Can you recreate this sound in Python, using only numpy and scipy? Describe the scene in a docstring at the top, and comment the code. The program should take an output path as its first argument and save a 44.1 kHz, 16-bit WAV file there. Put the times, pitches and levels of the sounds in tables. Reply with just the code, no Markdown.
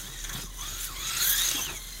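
"""A toy slot car whines and rattles round a model track, slowing for the bends and rushing
close past a mono microphone in a small room. Its gear teeth sing and ring the plastic chassis,
the pickup braids scrape along the rails, the guide clatters at the track joints and the wheels
rumble on the hollow board. Behind the car lie a deep hum and the faint air of the room."""
import sys
import numpy as np
from scipy import signal
from scipy.fft import rfft, irfft
from scipy.io import wavfile

SR = 44100
rng = np.random.default_rng(int(sys.argv[2]) if len(sys.argv) > 2 else 0)


def waveform_to_disk(signal):
    """Save audio, clipped to [-1, 1], as 16-bit WAV at the path in sys.argv[1]."""
    frames = np.transpose(np.atleast_2d(signal))
    scaled = np.clip(frames, -1, 1) * 32767
    samples = np.round(scaled).astype(np.int16)
    wavfile.write(sys.argv[1], SR, samples)


N = 88200
T = np.arange(N) / SR

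# motor speed along the lap (time [s], tooth rate [Hz])
TOOTH_RATE = [(0, 1420), (.13, 1950), (.33, 1647), (.47, 1146), (.52, 976), (.59, 1020), (.68, 1246),
              (.8, 1417), (.88, 1475), (.91, 1144), (.97, 1030), (1.04, 1304), (1.18, 1347), (1.25, 1538),
              (1.36, 1696), (1.46, 2069), (1.55, 1641), (1.655, 1561), (1.69, 1316), (1.78, 1064),
              (1.93, 1030), (2, 1038)]
# the car's rattle at the microphone (time [s], low ring [dB], high ring [dB], rasp [dB])
RATTLE_LEVELS = [(0, -46.5, -42.5, -46.5), (.11, -49, -52, -48.5), (.2, -47.5, -43, -47.5),
                 (.31, -52.5, -49, -47.5), (.36, -38, -49, -42), (.42, -49, -46, -43.5),
                 (.47, -54, -50, -58), (.54, -53, -56, -55), (.58, -53, -46, -55), (.63, -44.5, -46, -43),
                 (.76, -43.5, -46, -44.5), (.84, -44.5, -41.5, -41), (.9, -46.5, -51, -47),
                 (.95, -52, -53, -44.5), (1.02, -40.5, -40, -44.5), (1.1, -37.5, -42, -35),
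                 (1.15, -39.5, -57, -34), (1.22, -32.5, -30.5, -33.5), (1.3, -33, -32.5, -41.5),
                 (1.38, -34, -33, -35.5), (1.44, -33, -34.5, -36.5), (1.51, -40, -49.5, -32.5),
                 (1.6, -43, -35, -39), (1.68, -41.5, -49.5, -44.5), (1.77, -50, -38.5, -50),
                 (1.8, -47, -50, -63), (1.88, -47.5, -48, -50), (2, -52.5, -52, -48.5)]
# chassis resonances (frequency before shift [Hz], width [Hz], relative level [dB])
CHASSIS_MODES = [(1814, 770, -7), (3395, 280, 0.5), (3737, 490, 2.5), (6345, 525, 7), (6770, 510, -2),
                 (8930, 480, -2), (12500, 490, -7.5)]
# their shift as the car turns towards the microphone and away (time [s], factor [ratio])
MODE_SHIFT = [(0, 1), (.3, 0.99), (.6, 0.98), (.72, 0.97), (.84, 1.015), (.95, 1.05), (1.08, 1),
              (1.23, 1.05), (1.32, 0.983), (1.43, 1.005), (1.6, 0.972), (1.76, 1.02), (2, .98)]
# rasp through the shell (frequency [Hz], relative level [dB])
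SHELL_SPECTRUM = [(200, -61), (800, -21), (1150, 2.5), (2100, 5), (2800, 8.5), (3600, -1), (4500, 10),
                  (5300, 10), (6500, -4), (8000, 9), (10500, -9.5), (16000, -42)]
# chirps of loose parts (frequency [Hz], relative level [dB])
CHIRP_SPECTRUM = [(1800, -13.5), (2800, -2), (3900, -12), (4600, -0.5), (5300, -5), (5700, -5.5),
                  (6500, 4.5), (7300, -1), (8200, -7), (9300, 1.5)]
# gear whine (time [s], tooth tone [dB], octave [dB], third harmonic [dB])
WHINE_LEVELS = [(0, -60, -79, -73), (.29, -57, -81, -76), (.42, -72, -76, -68), (.48, -52.5, -68, -67),
                (.56, -69, -64, -66), (.61, -44, -54.5, -45), (.7, -55.5, -57, -65), (.85, -51, -54, -72),
                (.91, -46.5, -63, -78), (.97, -49.5, -45, -41.5), (1.1, -48, -49, -76),
                (1.19, -43, -41, -36), (1.26, -40.5, -73, -48), (1.37, -41.5, -52, -38),
                (1.5, -89, -56, -47), (1.64, -83.5, -40.5, -67), (1.7, -51, -43.5, -55),
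                (1.77, -82, -50.5, -51), (1.82, -65, -60, -66), (2, -78, -55, -55)]
# thin fourth harmonic as the car coasts away (time [s], level [dB])
COAST_LEVEL = [(0, -66), (1.75, -97), (1.82, -51.5), (2, -49.5)]
# chassis squeals (middle [s], half length [s], pitch [Hz], level [dB])
SQUEAL_EVENTS = [(.415, .028, 5110, -47), (.612, 0.0038, 6280, -36.5), (0.686, 0.0078, 6590, -37.5),
                 (0.737, 0.019, 6640, -41), (0.81, .008, 7100, -38.5), (1.07, 0.024, 6690, -37),
                 (1.17, 0.006, 6500, -33.5), (1.208, .008, 7170, -47), (1.227, .008, 6510, -29.5),
                 (1.332, .008, 6290, -31), (1.346, 0.0068, 1700, -34), (1.387, 0.0029, 3565, -27.5),
                 (1.422, 0.019, 3766, -32), (1.455, 0.016, 6480, -30), (1.49, 0.002, 6460, -21.5),
                 (1.539, 0.0029, 6420, -32.5), (1.574, 0.015, 3300, -34.5), (1.582, 0.02, 2690, -37.5),
                 (1.625, 0.017, 6130, -36)]
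# braids scraping the rails (time [s], level before trim [dB])
SCRAPE_LEVEL = [(0, -40), (.14, -47.5), (.35, -45), (.43, -39.5), (.48, -52.5), (.55, -44.5), (.61, -40.5),
                (.77, -45), (.805, -35.5), (.845, -28.5), (.885, -41), (.95, -52), (1.04, -48), (1.16, -37),
                (1.25, -26.5), (1.31, -44), (1.38, -27), (1.52, -35), (1.64, -43), (1.72, -41), (2, -42.5)]
# colour of that scrape (frequency [Hz], relative level [dB])
SCRAPE_SPECTRUM = [(300, -31.5), (2000, -28), (5000, -8), (8100, -4), (9300, -4), (10300, 0), (11700, 0.5),
                   (13000, -2.5), (14500, -10), (16000, 1)]
# sizzle of the braids close to the microphone (time [s], level [dB])
SIZZLE_LEVEL = [(0, -57), (.2, -59), (.38, -46), (.48, -78), (.62, -52), (.84, -45), (.885, -51),
                (.94, -50.5), (1.01, -47), (1.15, -45), (1.24, -30.5), (1.31, -23.5), (1.37, -38.5),
                (1.5, -40.5), (1.64, -40), (1.72, -65), (2, -68)]
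# colour of that sizzle (frequency [Hz], relative level [dB])
SIZZLE_SPECTRUM = [(300, -60), (9500, -11), (11500, -3), (13000, 0), (14500, 1), (16000, -8.5)]
# clatter at the track joints (time [s], length [s], chassis ring [dB], scrape [dB])
JOINT_EVENTS = [(0.2407, 0.0096, -35, -51), (0.2933, 0.0078, -35, -43), (0.331, 0.012, -39.5, -40),
                (.8061, 0.008, -58, -41), (1.0675, 0.0081, -38, -53), (1.1674, .012, -36, -60),
                (1.296, 0.0084, -42, -20), (1.3806, .007, -28.5, -52), (1.4142, 0.0065, -27, -43),
                (1.4466, 0.014, -30, -38), (1.487, 0.0037, -26.5, -31), (1.513, 0.0047, -27.5, -30),
                (1.557, 0.004, -32, -55), (1.766, .012, -42.5, -59)]
# rumble of the track board (time [s], level before trim [dB])
RUMBLE_LEVEL = [(0, -55.5), (.12, -52), (.24, -57), (.33, -50), (.39, -40.5), (.46, -58), (.53, -70),
                (.62, -50), (.76, -55.5), (.85, -61.5), (.93, -49.5), (1.05, -53), (1.2, -50), (1.45, -55),
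                (1.58, -45.5), (1.64, -52.5), (1.7, -44.5), (1.8, -55.5), (2, -58)]
# colour of the board (frequency [Hz], relative level [dB])
BOARD_SPECTRUM = [(30, -16), (70, -10.5), (140, 2), (200, -9.5), (270, -10), (340, -4.5), (480, -15),
                  (700, -13), (1000, -11), (1500, -13.5), (3000, -28), (16000, -83)]
# wheels knocking on the board (time [s], pitch [Hz], width [Hz], level [dB])
WHEEL_KNOCKS = [(0.034, 175, 12, -43), (0.237, 1740, 900, -42.5), (0.288, 1630, 460, -40),
                (0.347, 153, 63, -40.5), (.378, 280, 220, -46), (0.427, 146, 80, -44.5),
                (0.719, 102, 37, -49), (1.541, 274, 70, -41.5), (1.576, 834, 580, -38.5),
                (1.678, 1295, 620, -41), (1.719, 138, 23, -46.5)]
# decay of the small room (frequency [Hz], time to fall 60 dB [s])
ROOM_DECAY = [(100, 0.43), (1000, 0.51), (5000, 0.78), (16000, 0.42)]
# deep hum behind the car (time [s], level [dB])
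HUM_LEVEL = [(0, -44), (.1, -47.5), (.26, -39), (.38, -45), (.46, -42.5), (.52, -43.5), (.65, -42),
             (1, -43.5), (1.15, -50), (1.38, -41.5), (1.6, -51.5), (1.74, -44.5), (2, -46)]
# air of the room (frequency [Hz], relative level [dB])
AIR_SPECTRUM = [(20, -8), (60, 5.5), (130, -1.5), (220, -6), (500, -12.5), (1500, -23.5), (6000, -49.5),
                (16000, -26)]


def gears(cycles, teeth=9, lope=0.048, blow_share=0.2, surge_hz=45, chirp_db=-1.5):
    """Each tooth strikes and rubs: both ring the chassis, and the rubbing rasps through the shell."""
    blows = tooth_blows(cycles)
    rub = unit(grains(per_s=9000, spread_db=2) * (1 + np.exp(-(cycles % 1) * 2)))
    drive = np.sqrt(blow_share) * blows + np.sqrt(1 - blow_share) * rub
    low_ring = chassis(drive * surge(depth_db=3, hz=surge_hz), CHASSIS_MODES[:3])
    high_ring = chassis(drive * surge(depth_db=3, hz=surge_hz), CHASSIS_MODES[3:])
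    rasp = unit(colour(rub, SHELL_SPECTRUM) + amp(chirp_db) * chirps())
    rattle = sum(amp(curve(RATTLE_LEVELS, column)) * layer
                 for column, layer in enumerate([low_ring, high_ring, rasp], 1))
    swell = 1 + lope * np.sin(2 * np.pi * cycles / teeth)  # once per turn of the gear
    return swell * surge(depth_db=0.32, hz=surge_hz) * rattle


def tooth_blows(cycles, spread_db=1.5):
    """One uneven blow per tooth, shared between the two nearest samples."""
    tooth = cycles.astype(int)
    at = np.flatnonzero(np.diff(tooth))
    late = (tooth[at + 1] - cycles[at]) / (cycles[at + 1] - cycles[at])
    size = amp(-spread_db * rng.uniform(-1, 1, len(at)))
    blows = np.bincount(at, size * (1 - late), N) + np.bincount(at + 1, size * late, N)
    return unit(blows - blows.mean())


def chassis(x, modes=CHASSIS_MODES, skirt=4.5):
    """The plastic body rings; a second, wider filter keeps the valleys between resonances dark."""
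    shift, out = curve(MODE_SHIFT), np.zeros(N)
    for hz, width, db in modes:
        ring = resonate(x, hz * shift, width)
        out += amp(db) * resonate(ring, hz * shift, width * skirt)
    return unit(out)


def chirps(per_s=490, half_s=0.0017, glide_per_s=1.4):
    """Loose parts sing for a few milliseconds each, at scattered pitches."""
    t = np.arange(-1000, 1000) / SR
    envelope = np.exp(-(t / half_s) ** 2 / 2)
    lowest, highest = CHIRP_SPECTRUM[0][0], CHIRP_SPECTRUM[-1][0]
    out = np.zeros(N + len(t))
    for when, pitch, size in rng.random((int(per_s * N / SR), 3)):
        hz, at = lowest + pitch * (highest - lowest), int(when * N)
        tone = np.sin(2 * np.pi * hz * t * (1 + glide_per_s * t))
        out[at:at + len(t)] += (0.5 + size) * amp(read(CHIRP_SPECTRUM, hz)) * envelope * tone
    return unit(out[len(t) // 2:][:N])


def whine(cycles, steady_cycles, flutter=0.92, coast_flutter=0.78, flutter_hz=83.5):
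    """The tooth tone and its overtones flutter as the car shakes."""
    fourth = np.sin(8 * np.pi * steady_cycles) * (1 + coast_flutter * drift(flutter_hz))
    out = amp(curve(COAST_LEVEL)) * unit(fourth)
    for harmonic in (1, 2, 3):
        shake = 1 + flutter * (drift(flutter_hz) + 1j * drift(flutter_hz))  # in level and phase
        tone = (shake * np.exp(2j * np.pi * harmonic * cycles)).real
        out += amp(curve(WHINE_LEVELS, harmonic)) * unit(tone)
    return out


def squeals(waver_hz=130):
    """The chassis sings out for an instant on one wavering pitch."""
    out = np.zeros(N)
    for middle, half, hz, db in SQUEAL_EVENTS:
        cycles = np.cumsum(hz + waver_hz * drift(waver_hz)) / SR
        envelope = np.exp(-((T - middle) / half) ** 2 / 2)
        out += amp(db) * envelope * unit(np.sin(2 * np.pi * cycles))
    return out


def braids(per_s=26000, spread_db=1.0, scrape_trim_db=-2.5):
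    """The pickup braids scrape and spark along the rails, brighter close to the microphone."""
    chatter = surge(depth_db=4.5, hz=220)
    scrape = amp(curve(SCRAPE_LEVEL) + scrape_trim_db) * colour(grains(per_s, spread_db), SCRAPE_SPECTRUM)
    sizzle = amp(curve(SIZZLE_LEVEL)) * colour(grains(per_s, spread_db), SIZZLE_SPECTRUM)
    return chatter * (scrape + sizzle)


def joints(fade_s=0.0013):
    """The guide chatters briefly over each joint in the slot."""
    clicks = grains(per_s=5000, spread_db=1.5)
    ring, scrape = chassis(clicks), colour(clicks, SCRAPE_SPECTRUM)
    out = np.zeros(N)
    for start, length, ring_db, scrape_db in JOINT_EVENTS:
        gate = (T >= start) * np.exp(-np.maximum(T - start - length, 0) / fade_s)
        out += gate * (amp(ring_db) * ring + amp(scrape_db) * scrape)
    return out


def board(rumble_trim_db=1, knock_rise_s=0.013):
    """The wheels rumble on the hollow track and knock at its bumps."""
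    rumble = colour(grains(per_s=1500, spread_db=5.5), BOARD_SPECTRUM)
    out = amp(curve(RUMBLE_LEVEL) + rumble_trim_db) * rumble
    for start, hz, width, db in WHEEL_KNOCKS:
        age = np.maximum(T - start, 0) / knock_rise_s
        ring = resonate(resonate(rng.standard_normal(N), hz, width), hz, 2 * width)
        out += amp(db) * age * np.exp(1 - age) * unit(ring)
    return out


def room(x, patterns=5, cycle_hz=4.0, tail_db=-15, early_db=-8.5):
    """Direct sound plus reflections, which fade from one pattern to the next as the car moves."""
    out = x
    for k in range(patterns):
        away = abs((T * cycle_hz * patterns - k + patterns / 2) % patterns - patterns / 2)
        fade = np.cos(np.pi / 2 * np.minimum(away, 1))
        out = out + signal.fftconvolve(x * fade, reflections(tail_db, early_db))[:N]
    return out / np.sqrt(1 + amp(tail_db) ** 2 + amp(early_db) ** 2)


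def reflections(tail_db, early_db, count=8, early_s=0.008):
    """A few echoes reach the microphone from the track and the near wall, then a short tail."""
    n = SR // 3
    noise = rng.standard_normal(n) * (np.arange(n) > SR * early_s / 2)
    hz, t, bands = signal.stft(noise, SR, nperseg=256)
    decay = amp(-60 * t / read(ROOM_DECAY, hz)[:, None])
    tail = signal.istft(bands * decay, SR, nperseg=256)[1][:n]
    echo = amp(tail_db) * tail / np.linalg.norm(tail)
    arrivals = (SR * early_s * rng.uniform(0.1, 1, count)).astype(int)
    echo[arrivals] += amp(early_db) * rng.choice([-1, 1], count) / np.sqrt(count)
    echo[0] = 0
    return echo


def room_tone(hum_hz=39.7, waver=0.05, waver_hz=8, air_db=-52.5):
    """A deep wavering hum and the faint air of the room."""
    cycles = np.cumsum(hum_hz * (1 + waver * drift(waver_hz))) / SR
    hum = amp(curve(HUM_LEVEL)) * unit(np.sin(2 * np.pi * cycles))
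    return hum + amp(air_db) * colour(rng.standard_normal(N), AIR_SPECTRUM)


def amp(db):
    """Decibels to gain."""
    return 10 ** (np.asarray(db) / 20)


def unit(x):
    """Scales to rms 1."""
    return x / np.sqrt(np.mean(x ** 2) + 1e-20)


def curve(points, column=1):
    """One column of a time table at every sample."""
    table = np.array(points, float)
    return np.interp(T, table[:, 0], table[:, column])


def read(points, hz):
    """Reads a frequency table on a log axis."""
    f, value = np.transpose(points)
    return np.interp(np.log(hz + 1), np.log(f + 1), value)


def colour(x, points):
    """Gives x a spectrum, at rms 1."""
    gain = amp(read(points, np.fft.rfftfreq(N, 1 / SR)))
    return unit(irfft(rfft(x) * gain, N))


def drift(hz):
    """Smooth random motion up to about hz, at rms 1."""
    f = np.fft.rfftfreq(N, 1 / SR)
    return unit(irfft(rfft(rng.standard_normal(N)) * (f > hz / 10) / (1 + (f / hz) ** 2), N))


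def surge(depth_db, hz):
    """A gain that swells and dips at random, within depth_db."""
    return amp(depth_db * np.tanh(drift(hz)))


def resonate(x, hz, width):
    """A resonance of gain 1 that can follow a pitch curve."""
    carrier = np.exp(2j * np.pi * np.cumsum(hz * np.ones(N)) / SR)
    pole = np.exp(-np.pi * width / SR)
    return 2 * (carrier * signal.lfilter([1 - pole], [1, -pole], x / carrier + 1e-18)).real


def grains(per_s, spread_db):
    """Random clicks of uneven size."""
    size = amp(spread_db * np.minimum(rng.exponential(1, N), 4)) * rng.choice([-1, 1], N)
    return unit(size * (rng.random(N) < per_s / SR))


def scene(wobble_depth=0.02364, coast_depth=0.0016, wobble_hz=70.5):
    """The car in the room at one microphone; one motor speed drives both rattle and whine."""
    rate, wobble = curve(TOOTH_RATE), drift(wobble_hz)
    cycles = np.cumsum(rate * (1 + wobble_depth * wobble)) / SR  # one cycle per tooth
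    steady_cycles = np.cumsum(rate * (1 + coast_depth * wobble)) / SR
    car = gears(cycles) + whine(cycles, steady_cycles) + squeals() + braids() + joints() + board()
    mono = room(car) + room_tone()
    return np.array([mono, mono])


def record(dry):
    """The recorder cuts the treble above 15780 Hz."""
    lowpass = signal.firwin(1023, 15780, window=("kaiser", 9), fs=SR)
    return signal.oaconvolve(dry, lowpass[None], "same")


dry = scene()
out = record(dry)
waveform_to_disk(out)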